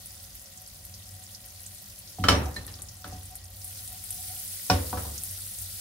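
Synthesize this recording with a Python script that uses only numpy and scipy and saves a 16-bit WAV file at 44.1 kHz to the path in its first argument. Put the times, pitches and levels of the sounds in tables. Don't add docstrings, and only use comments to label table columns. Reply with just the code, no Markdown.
import sys
import numpy as np
from scipy import signal
from scipy.io import wavfile

SR = 44100
rng = np.random.default_rng(int(sys.argv[2]) if len(sys.argv) > 2 else 0)


def invert_db(x):
    u = np.asarray(x, float) / 20
    return 10 ** u


def master_out(mix):
    frames = np.transpose(np.atleast_2d(mix))
    ceiling = np.clip(frames, -1, 1)
    pcm = np.round(ceiling * 32767).astype(np.int16)
    wavfile.write(sys.argv[1], SR, pcm)


N = 256044


def rms_one(x):
    return x / np.sqrt(np.mean(x ** 2) + 1e-20)


def at_hz(points, hz, column=1):
    points = np.array(points)
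    return np.interp(np.log(hz), np.log(points[:, 0]), points[:, column])


def drift(rate_hz):
    r = np.exp(-80 * np.pi * rate_hz / SR)
    slow = signal.lfilter([1], [1, -2 * r, r * r], rng.standard_normal(N // 40 + 2002))[2000:]
    return np.interp(np.arange(N) / 40, np.arange(len(slow)), rms_one(slow))


def ring(x, hz, t60_s):
    r = invert_db(-60 / (t60_s * SR))
    w = 2 * np.pi * hz / SR
    return signal.lfilter([0, np.sin(w)], [1, -2 * r * np.cos(w), r * r], x + 1e-18)


def dying(x, t60_s):
    return signal.lfilter([1], [1, -invert_db(-60 / (t60_s * SR))], x + 1e-18)


def clicks(times_s, gains):
    out = np.zeros(N)
    out[np.round(np.asarray(times_s) * SR).astype(int)] = gains
    return out


def band(x, low_hz, high_hz):
    sos = signal.butter(2, [low_hz, high_hz], "band", fs=SR, output="sos")
    return signal.sosfilt(sos, x) / np.sqrt(2 * (high_hz - low_hz) / SR)


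def split_bands(low_hz, high_hz, count):
    edges = np.geomspace(low_hz, high_hz, count + 1)
    return [(k, a, b, np.sqrt(a * b)) for k, (a, b) in enumerate(zip(edges, edges[1:]))]


def stereo(mid, side, alike):
    alike = np.clip(alike, 0, 1)
    return (np.sqrt(1 + alike) * mid + np.sqrt(1 - alike) * side * [[1], [-1]]) / np.sqrt(2)


def balance(left_minus_right_db):
    return invert_db(left_minus_right_db / 2 * np.array([[1], [-1]]))


def grains(per_s, spread_db):
    return (rng.random(N) < per_s / SR) * invert_db(spread_db * np.minimum(rng.exponential(1, N), 4))


# (time [s], level [dB])
VIGOUR = [(0.0, -50), (0.63, -52.5), (.85, -51), (1.1, -51.5), (1.5, -51), (1.7, -49.5), (1.9, -50),
          (2.9, -53.5), (3.27, -50.5), (3.42, -55.5), (3.52, -53), (3.65, -44), (4.0, -44.5), (4.2, -39.5),
          (4.72, -38.5), (5.0, -40.5), (5.81, -40.5)]
SIMMER_DB = -52


def vigour(lag_s=0):
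    s, db = np.transpose(VIGOUR)
    return np.interp(np.arange(N) / SR - lag_s, s, db) - SIMMER_DB


# (frequency [Hz], density [dB per Hz])
FRY_COLOUR = [(880, 13), (1500, -16), (1720, -17), (1900, -11.5), (2130, -14), (2860, -12), (3480, -6.5),
              (3800, -8), (4720, -4.5), (5910, -4.5), (6650, -9), (8330, 3), (9370, 7), (15100, -0.5),
              (15600, 2.5)]
# (frequency [Hz], left minus right [dB])
FRY_BALANCE = [(60, 0.5), (130, 0.5), (290, 1.0), (640, 1.0), (1410, 0), (3100, -0.5), (6820, 0.5),
               (15000, 0.5)]
FRY_LIKENESS = 0.06
LARGE_BUBBLES_DB, LARGE_FOLLOW, LARGE_LAG_S = -55.5, 0.67, 0.062
STEADYING = 0.31


def sizzle():
    large_db = LARGE_BUBBLES_DB + LARGE_FOLLOW * vigour(LARGE_LAG_S)
    fine_db = SIMMER_DB + vigour()
    steadier = invert_db(-STEADYING * (fine_db - SIMMER_DB))
    whole_pan = dying(grains(27, 1.7), 0.09)
    large, fine = 0, 0
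    for k, low_hz, high_hz, hz in split_bands(1300, 17000, 16):
        if k % 2 == 0:
            cluster = dying(grains(28, 1.5), 0.0094)
            snaps = grains(200, 3.58) * rng.choice([-1, 1], N)
        haze = rng.standard_normal((2, N))
        swell = 1 + (2.25 * cluster + 0.17 * whole_pan) * steadier
        mid, side = band(haze + [[1], [.6]] * (2.7 * snaps), low_hz, high_hz)
        level = invert_db(at_hz(FRY_COLOUR, hz) + 1.38 * drift(29.0)) * np.sqrt(high_hz - low_hz)
        one = level * swell * balance(at_hz(FRY_BALANCE, hz)) * stereo(mid, side, FRY_LIKENESS)
        if hz < 8200:
            large = large + one
        else:
            fine = fine + one
    return invert_db(large_db + 2.5) * rms_one(large) + invert_db(fine_db + 2.0) * rms_one(fine)


def shaken(lift_db, calms_s):
    s, thud_db = np.transpose(KNOCKS)[:2]
    return dying(clicks(s, invert_db(thud_db + lift_db)), calms_s)


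def rumble_gain():
    return np.minimum(invert_db(3.7 + 2.5 * drift(2.1)) + shaken(lift_db=34.5, calms_s=1.8), invert_db(6))


# (time [s], half length [s], level [dB])
RUBS = [
    (2.469, 0.036, -41),
    (3.345, 0.031, -57),
    (3.942, 0.04, -51.5),
    (4.204, 0.1, -59.5),
    (4.341, 0.042, -52.5),
]


def support_gain():
    t = np.arange(N) / SR
    rubbing = sum(invert_db(db) * np.exp(-((t - s) / half_s) ** 2) for s, half_s, db in RUBS)
    return invert_db(-66.5 + 1.5 * drift(4.5)) + shaken(lift_db=-25, calms_s=0.3) + rubbing


# (frequency [Hz], density [dB per Hz])
ROOM = [(18, -38), (30, -17), (97, -4.5), (146, -14), (194, -9.5), (397, -24), (530, -22.5), (721, -20.5),
        (809, -19), (1020, -19.5), (1190, -19.5), (1620, -23.5), (1890, -25.5), (2340, -25), (3000, -20.5),
        (3900, -55), (6600, -120)]
ROOM_DB = -61
# (frequency [Hz], left-right likeness [0-1])
LIKENESS = [(60, 0.99), (130, 1), (290, 0.5), (640, 0.65), (1410, 0), (3100, 0), (6820, 0.056),
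            (15000, 0.62)]


def room_rumble():
    white, out = rng.standard_normal((2, 2, N)), 0
    for k, low_hz, high_hz, hz in split_bands(32, 3200, 14):
        level = invert_db(at_hz(ROOM, hz)) * np.sqrt(high_hz - low_hz)
        out = out + level * stereo(*band(white[k % 2], low_hz, high_hz), at_hz(LIKENESS, hz))
    return invert_db(ROOM_DB) * rms_one(out)


# (frequency [Hz], width [Hz], level [dB])
HUM = [(45.7, 20, -54.5), (95.44, 4.45, -55.5), (152.2, 3, -70.5), (182, 3.3, -68.5), (202, 11.3, -68.5),
       (357, 3.7, -78), (542.7, 12, -70.5), (608, 54, -70.5), (1915, 35, -69)]
SUPPORT_HZ, SUPPORT_WIDTH_HZ, SUPPORT_T60_S = 739, 10, 0.17


def hum():
    out, rumble = room_rumble(), rumble_gain()
    lines = [(hz, width_hz, invert_db(db) * (rumble if hz < 130 else 1)) for hz, width_hz, db in HUM]
    lines.append((SUPPORT_HZ, SUPPORT_WIDTH_HZ, support_gain()))
    for hz, width_hz, gain in lines:
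        noise = rng.standard_normal((2, N + SR // 2))
        mid, side = ring(noise, hz, 2.46 / width_hz)[:, SR // 2:]
        out += gain * rms_one(stereo(mid, side, at_hz(LIKENESS, hz)))
    return out


# (time [s], peak [dB], pitch [Hz], left minus right [dB])
POPS = [(0.0582, -28.5, 10500, .6), (0.1521, -35, 8820, .6), (0.2309, -42, 13200, -22),
        (0.3514, -29.5, 12200, 2), (0.616, -35, 11100, .6), (0.6743, -31, 9900, 1),
        (0.8495, -28, 11700, .6), (1.1084, -36, 9030, 5), (1.237, -35.5, 8000, -3), (1.4521, -37, 13400, 1),
        (1.616, -35, 10000, 4), (1.6628, -28, 7840, -1.5), (1.7464, -33, 10400, 7),
        (1.8204, -36, 13400, -7), (1.988, -30, 10600, 2), (2.665, -27, 10700, 2), (2.819, -24, 9400, 4),
        (3.231, -33, 10200, 4), (3.2535, -32, 8650, 1), (3.3537, -24.5, 10300, 2),
        (3.4431, -35.5, 9500, -6), (3.6439, -24.5, 10500, 3.5), (3.6765, -29, 9900, 5.5),
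        (3.8752, -26.5, 9410, 5), (4.0387, -25.5, 10300, 5.5), (4.105, -18.5, 10100, 4),
        (4.477, -25, 9000, -1.1), (5.2349, -19, 10800, 5), (5.5855, -25, 8600, 3),
        (5.6189, -24.5, 11700, 5)]
# (time [s], peak [dB], pitch [Hz])
BURSTS = [(0.1992, -40, 5180), (0.4579, -39, 5760), (0.5734, -34.5, 7200), (0.9397, -33, 5400),
          (1.347, -31.5, 5400), (2.074, -36.5, 5300), (2.4568, -36, 5950), (2.542, -39, 5600),
          (3.0415, -37, 3940), (3.0714, -41, 5460), (3.13, -37, 5700), (2.7393, -33.5, 5100),
          (2.8858, -32.5, 5900), (3.6172, -38.5, 5000), (3.789, -35, 4700), (5.1782, -27.5, 6200),
          (5.2918, -33, 5760)]
POP_SPRAY_DB, BURST_SPRAY_DB = -11, -9
FAINT_POP_DB, FAINT_FOLLOW, FAINT_SPREAD_DB, FAINT_PAN_DB = -41, 0.21, 2.5, 3
FAINT_LOW_HZ, FAINT_HIGH_HZ = 8200, 11800


def all_pops():
    place, pitch = rng.random((2, 48))
    size, side = rng.standard_normal((2, 48))
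    s = place * (N - 1) / SR
    faint_db = FAINT_POP_DB + FAINT_FOLLOW * vigour()[(s * SR).astype(int)] + FAINT_SPREAD_DB * size
    faint_hz = FAINT_LOW_HZ * (FAINT_HIGH_HZ / FAINT_LOW_HZ) ** pitch
    clear = [tuple(row) + (POP_SPRAY_DB,) for row in POPS]
    low = [tuple(row) + (0, BURST_SPRAY_DB) for row in BURSTS]
    faint = [row + (POP_SPRAY_DB,) for row in zip(s, faint_db, faint_hz, FAINT_PAN_DB * side)]
    return clear + low + faint


SNAP_CYCLES = 1.7
TICK_DB, TICK_S = -11, 0.00003


def pops():
    out, t = np.zeros((2, N + 4000)), np.arange(4000) / SR
    after = t - 0.0015
    spray_swell = (1 - np.exp(-t / 0.00042)) * invert_db(-60 * t / 0.092)
    tick = invert_db(TICK_DB) * after / TICK_S * np.exp(.5 - .5 * (after / TICK_S) ** 2)
    for s, peak_db, hz, pan_db, spray_db in all_pops():
        snap = np.sin(2 * np.pi * hz * after) * np.exp(-(after * hz / SNAP_CYCLES) ** 2)
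        noise = rng.standard_normal((2, len(t)))
        spray = invert_db(spray_db) * band(noise, hz / 1.197, min(hz * 1.19, 18000)) * spray_swell
        i = round(s * SR)
        out[:, i:i + len(t)] += invert_db(peak_db) * balance(pan_db) * (snap + tick + spray)
    return out[:, :N]


def struck(s, blow_db, modes, spread_db, dulling=0, late_cycles=0, rattle=0):
    vary = rng.standard_normal((len(s), len(modes)))
    lag = rng.random((len(s), len(modes)))
    chatter = rng.standard_normal((2, N))
    softness_db = blow_db - np.max(blow_db)
    out = 0
    for k, (hz, db, t60_s) in enumerate(modes):
        lost_db = dulling * softness_db * max(np.log2(hz / 1000), 0)
        start_s = s + late_cycles / hz + 0.001817 * lag[:, k]
        blows = clicks(start_s, invert_db(blow_db + db + lost_db + spread_db * vary[:, k]))
        drive = blows + rattle * chatter * dying(blows, 1.37 * t60_s) / np.sqrt(t60_s * SR / 14)
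        out = out + ring(drive, hz, 0.79 * t60_s)
    return out


KITCHEN_T60_S, KITCHEN_DB = 0.24, -9


def kitchen(x):
    t = np.arange(SR // 2) / SR
    echoes = rng.standard_normal((2, len(t))) * invert_db(-60 * t / KITCHEN_T60_S) * (1 - np.exp(-t / 0.0072))
    echoes /= np.sqrt(np.sum(echoes ** 2, axis=1, keepdims=True))
    direct = np.stack([x[0], np.roll(x[1], 3)])
    return direct + invert_db(KITCHEN_DB) * signal.fftconvolve(x, echoes, axes=1)[:, :N]


# (frequency [Hz], level [dB], t60 [s])
STOVE = [(73.4, 0.5, 0.64), (92, 2.5, 0.45), (184, -2.5, 0.28), (243, -9, 0.27), (269.5, -7, 0.36),
         (295, -8, 0.34)]


def panels(s, thud_db):
    boom = struck(s, thud_db - 0.5, STOVE, spread_db=2, late_cycles=0.91, rattle=0.25)
    low_pass = signal.butter(2, 330, fs=SR, output="sos")
    return signal.sosfilt(low_pass, boom.mean(axis=0))


UTENSIL_HZ = [576, 790, 1175, 1320, 1485, 1690, 2200, 2345, 2700, 2950, 3055, 3290, 3750, 3880, 4290, 5190,
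              5480, 5700, 6025, 6750, 7110, 8550, 9700]
# (level [dB], t60 [s])
UTENSIL = [(-16, 0.39), (-23.5, 0.5), (-10, 0.25), (4.5, 0.058), (1.5, 0.048), (-6.5, 0.13), (-7.5, 0.091),
           (-6.5, 0.061), (-15, 0.093), (-6, 0.12), (5, 0.065), (-35.5, 0.093), (-2, 0.045), (-18, 0.35),
           (3.5, 0.029), (-4.5, 0.069), (1, 0.061), (-23, 0.31), (-16, 0.054), (-20, 0.075), (-10, 0.045),
           (-17, 0.19), (-9, 0.046)]


def utensil(s, blow_db):
    modes = np.column_stack([UTENSIL_HZ, UTENSIL])
    return struck(s, blow_db, modes, spread_db=1.5, dulling=0.63, rattle=0.68)


GRATE_HZ = [430, 505, 572, 988, 1136, 1420, 1488, 1637, 2472, 2895, 3840, 4310, 4840, 5180, 5450]
# (level [dB], t60 [s])
GRATE = [(-13.5, 0.17), (-12, 0.41), (-9.5, 0.26), (3.5, 0.07), (-8.5, 0.11), (-19, 0.051), (0, 0.065),
         (-14.5, 0.081), (-4.5, 0.04), (-14.5, 0.097), (-13, 0.056), (-12, 0.064), (-13, 0.031),
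         (-3, 0.051), (0, 0.027)]


def grate(s, blow_db):
    modes = np.column_stack([GRATE_HZ, GRATE])
    return struck(s, blow_db, modes, spread_db=1.5, dulling=0.94, rattle=0.67)


# (time [s], level [dB])
NUDGES = [(2.1855, -34.5), (2.2843, -29), (2.80, -57), (2.97, -56), (3.045, -43.5), (3.125, -40),
          (3.26, -62.5), (3.30, -61.5), (3.33, -55.5), (4.699, -16.5), (4.930, -29), (5.05, -45)]


def nudged_support():
    s, db = np.transpose(NUDGES)
    return ring(clicks(s, invert_db(db)), SUPPORT_HZ, SUPPORT_T60_S)


# (time [s], level [dB])
TINGS = [
    (2.5632, -29.5),
    (2.678, -44.5),
]
# (frequency [Hz], level [dB], t60 [s])
STEEL = [
    (1810, 0, .08),
    (4090, -1.5, .1),
    (7214, -16, .05),
]


def tings():
    return struck(*np.transpose(TINGS), STEEL, spread_db=-0.5, rattle=0.24)


# (frequency [Hz], t60 [s], level [dB])
TAIL = [(60, 1, -13), (204, 0.69, -3.5), (560, 0.52, 0.5), (1400, 0.58, 0), (2770, 0.39, 1),
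        (5150, 0.21, 6), (12200, 0.21, -8)]


def crack_and_wash(s, thud_db, body_db, crack_db):
    top_db = crack_db + 0.29 * np.minimum(crack_db - body_db, 0)
    knots_hz = [200, 1200, 4000, 12000]
    rows = list(zip(thud_db, body_db, crack_db, top_db))
    white, out = rng.standard_normal((2, 2, N)), 0
    for k, low_hz, high_hz, hz in split_bands(60, 16000, 16):
        strength_db = np.array([np.interp(np.log(hz), np.log(knots_hz), row) for row in rows])
        blows = clicks(s, invert_db(strength_db + at_hz(TAIL, hz, column=2)))
        crack = invert_db(-9.0) * dying(blows, 0.011) * (hz > 400)
        build_up = dying(blows, 0.0067 + 12 / hz)
        wash = invert_db(-15.0) * (dying(blows, at_hz(TAIL, hz)) - build_up)
        mid, side = band(white[k % 2] * [crack + wash, .5 * crack + wash], low_hz, high_hz)
        out = out + stereo(mid, side, at_hz(LIKENESS, hz))
    return out


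# (time [s], thud [dB], clack [dB], brightness [dB], share on the grate [0-1])
KNOCKS = [(2.1868, -26.5, -52, 3, 0.3), (2.2384, -24.5, -25.5, -4, 0.07), (2.2844, -16.5, -17.5, 1.5, 0.15),
          (2.312, -28, -37, -22, .3), (2.561, -40, -46, 9, 0), (2.678, -51.5, -50, 9.5, 0.02),
          (2.79, -53, -51, -35, 0), (3.043, -40.5, -40, -3, 0), (3.077, -59, -63, -15, .1),
          (3.125, -40, -69.5, 21, 0.5), (4.699, -20, -25, 3.5, 0.96), (4.929, -32.5, -35.5, -36, 0.71),
          (4.972, -41.5, -36.5, -5, 0.1), (5.052, -39.5, -53, -31, .8)]
UTENSIL_RING_DB, GRATE_RING_DB = 2, 8.5


def knocks():
    s, thud_db, body_db, bright_db, on_grate = np.transpose(KNOCKS)
    on_grate = np.clip(on_grate, .001, .999)
    utensil_db = body_db + UTENSIL_RING_DB + 20 * np.log10(1 - on_grate)
    grate_db = body_db + GRATE_RING_DB + 20 * np.log10(on_grate)
    boom = panels(s, thud_db)
    metal = utensil(s, utensil_db) + grate(s, grate_db) + nudged_support() + tings()
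    return boom + kitchen(metal) + crack_and_wash(s, thud_db, body_db, body_db + bright_db)


# (time [s], peak [dB])
SLAPS = [
    (2.2851, -7.5),
    (4.7, -33),
    (4.9295, -40),
    (2.2395, -16),
]
SLAP_HZ, SLAP_CYCLES = 1500, 1


def slaps():
    t = np.arange(200) / SR
    s, db = np.transpose(SLAPS)
    pulse = -np.sin(2 * np.pi * SLAP_HZ * t) * np.exp(-(t * SLAP_HZ / SLAP_CYCLES) ** 2)
    return np.convolve(clicks(s, invert_db(db)), pulse / np.max(np.abs(pulse)))[:N]


# (time [s], level [dB])
RIM_BLOWS = [
    (2.2852, -23),
    (2.3215, -27),
    (2.347, -29),
]
# (frequency [Hz], level [dB], t60 [s])
RIM = [
    (5560, -7, .1),
    (5700, -11, .12),
    (8550, -21, .17),
]


def rim():
    return kitchen(struck(*np.transpose(RIM_BLOWS), RIM, spread_db=1.5, rattle=.9))


def scene():
    return sizzle() + pops() + knocks() + hum() + slaps() + rim()


def top_cut(x):
    return signal.sosfilt(signal.butter(12, 16850, fs=SR, output="sos"), x)


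LOW_CUT_HZ, TOP_HZ = 52.3, 15760


def record(dry):
    x = signal.sosfilt(signal.butter(6, LOW_CUT_HZ, "high", fs=SR, output="sos"), dry)
    x = signal.sosfilt(signal.ellip(14, .5, 85, TOP_HZ, fs=SR, output="sos"), x)
    mix = np.clip(x, -1, 1)
    return top_cut(mix)


dry = scene()
out = record(dry)
master_out(out)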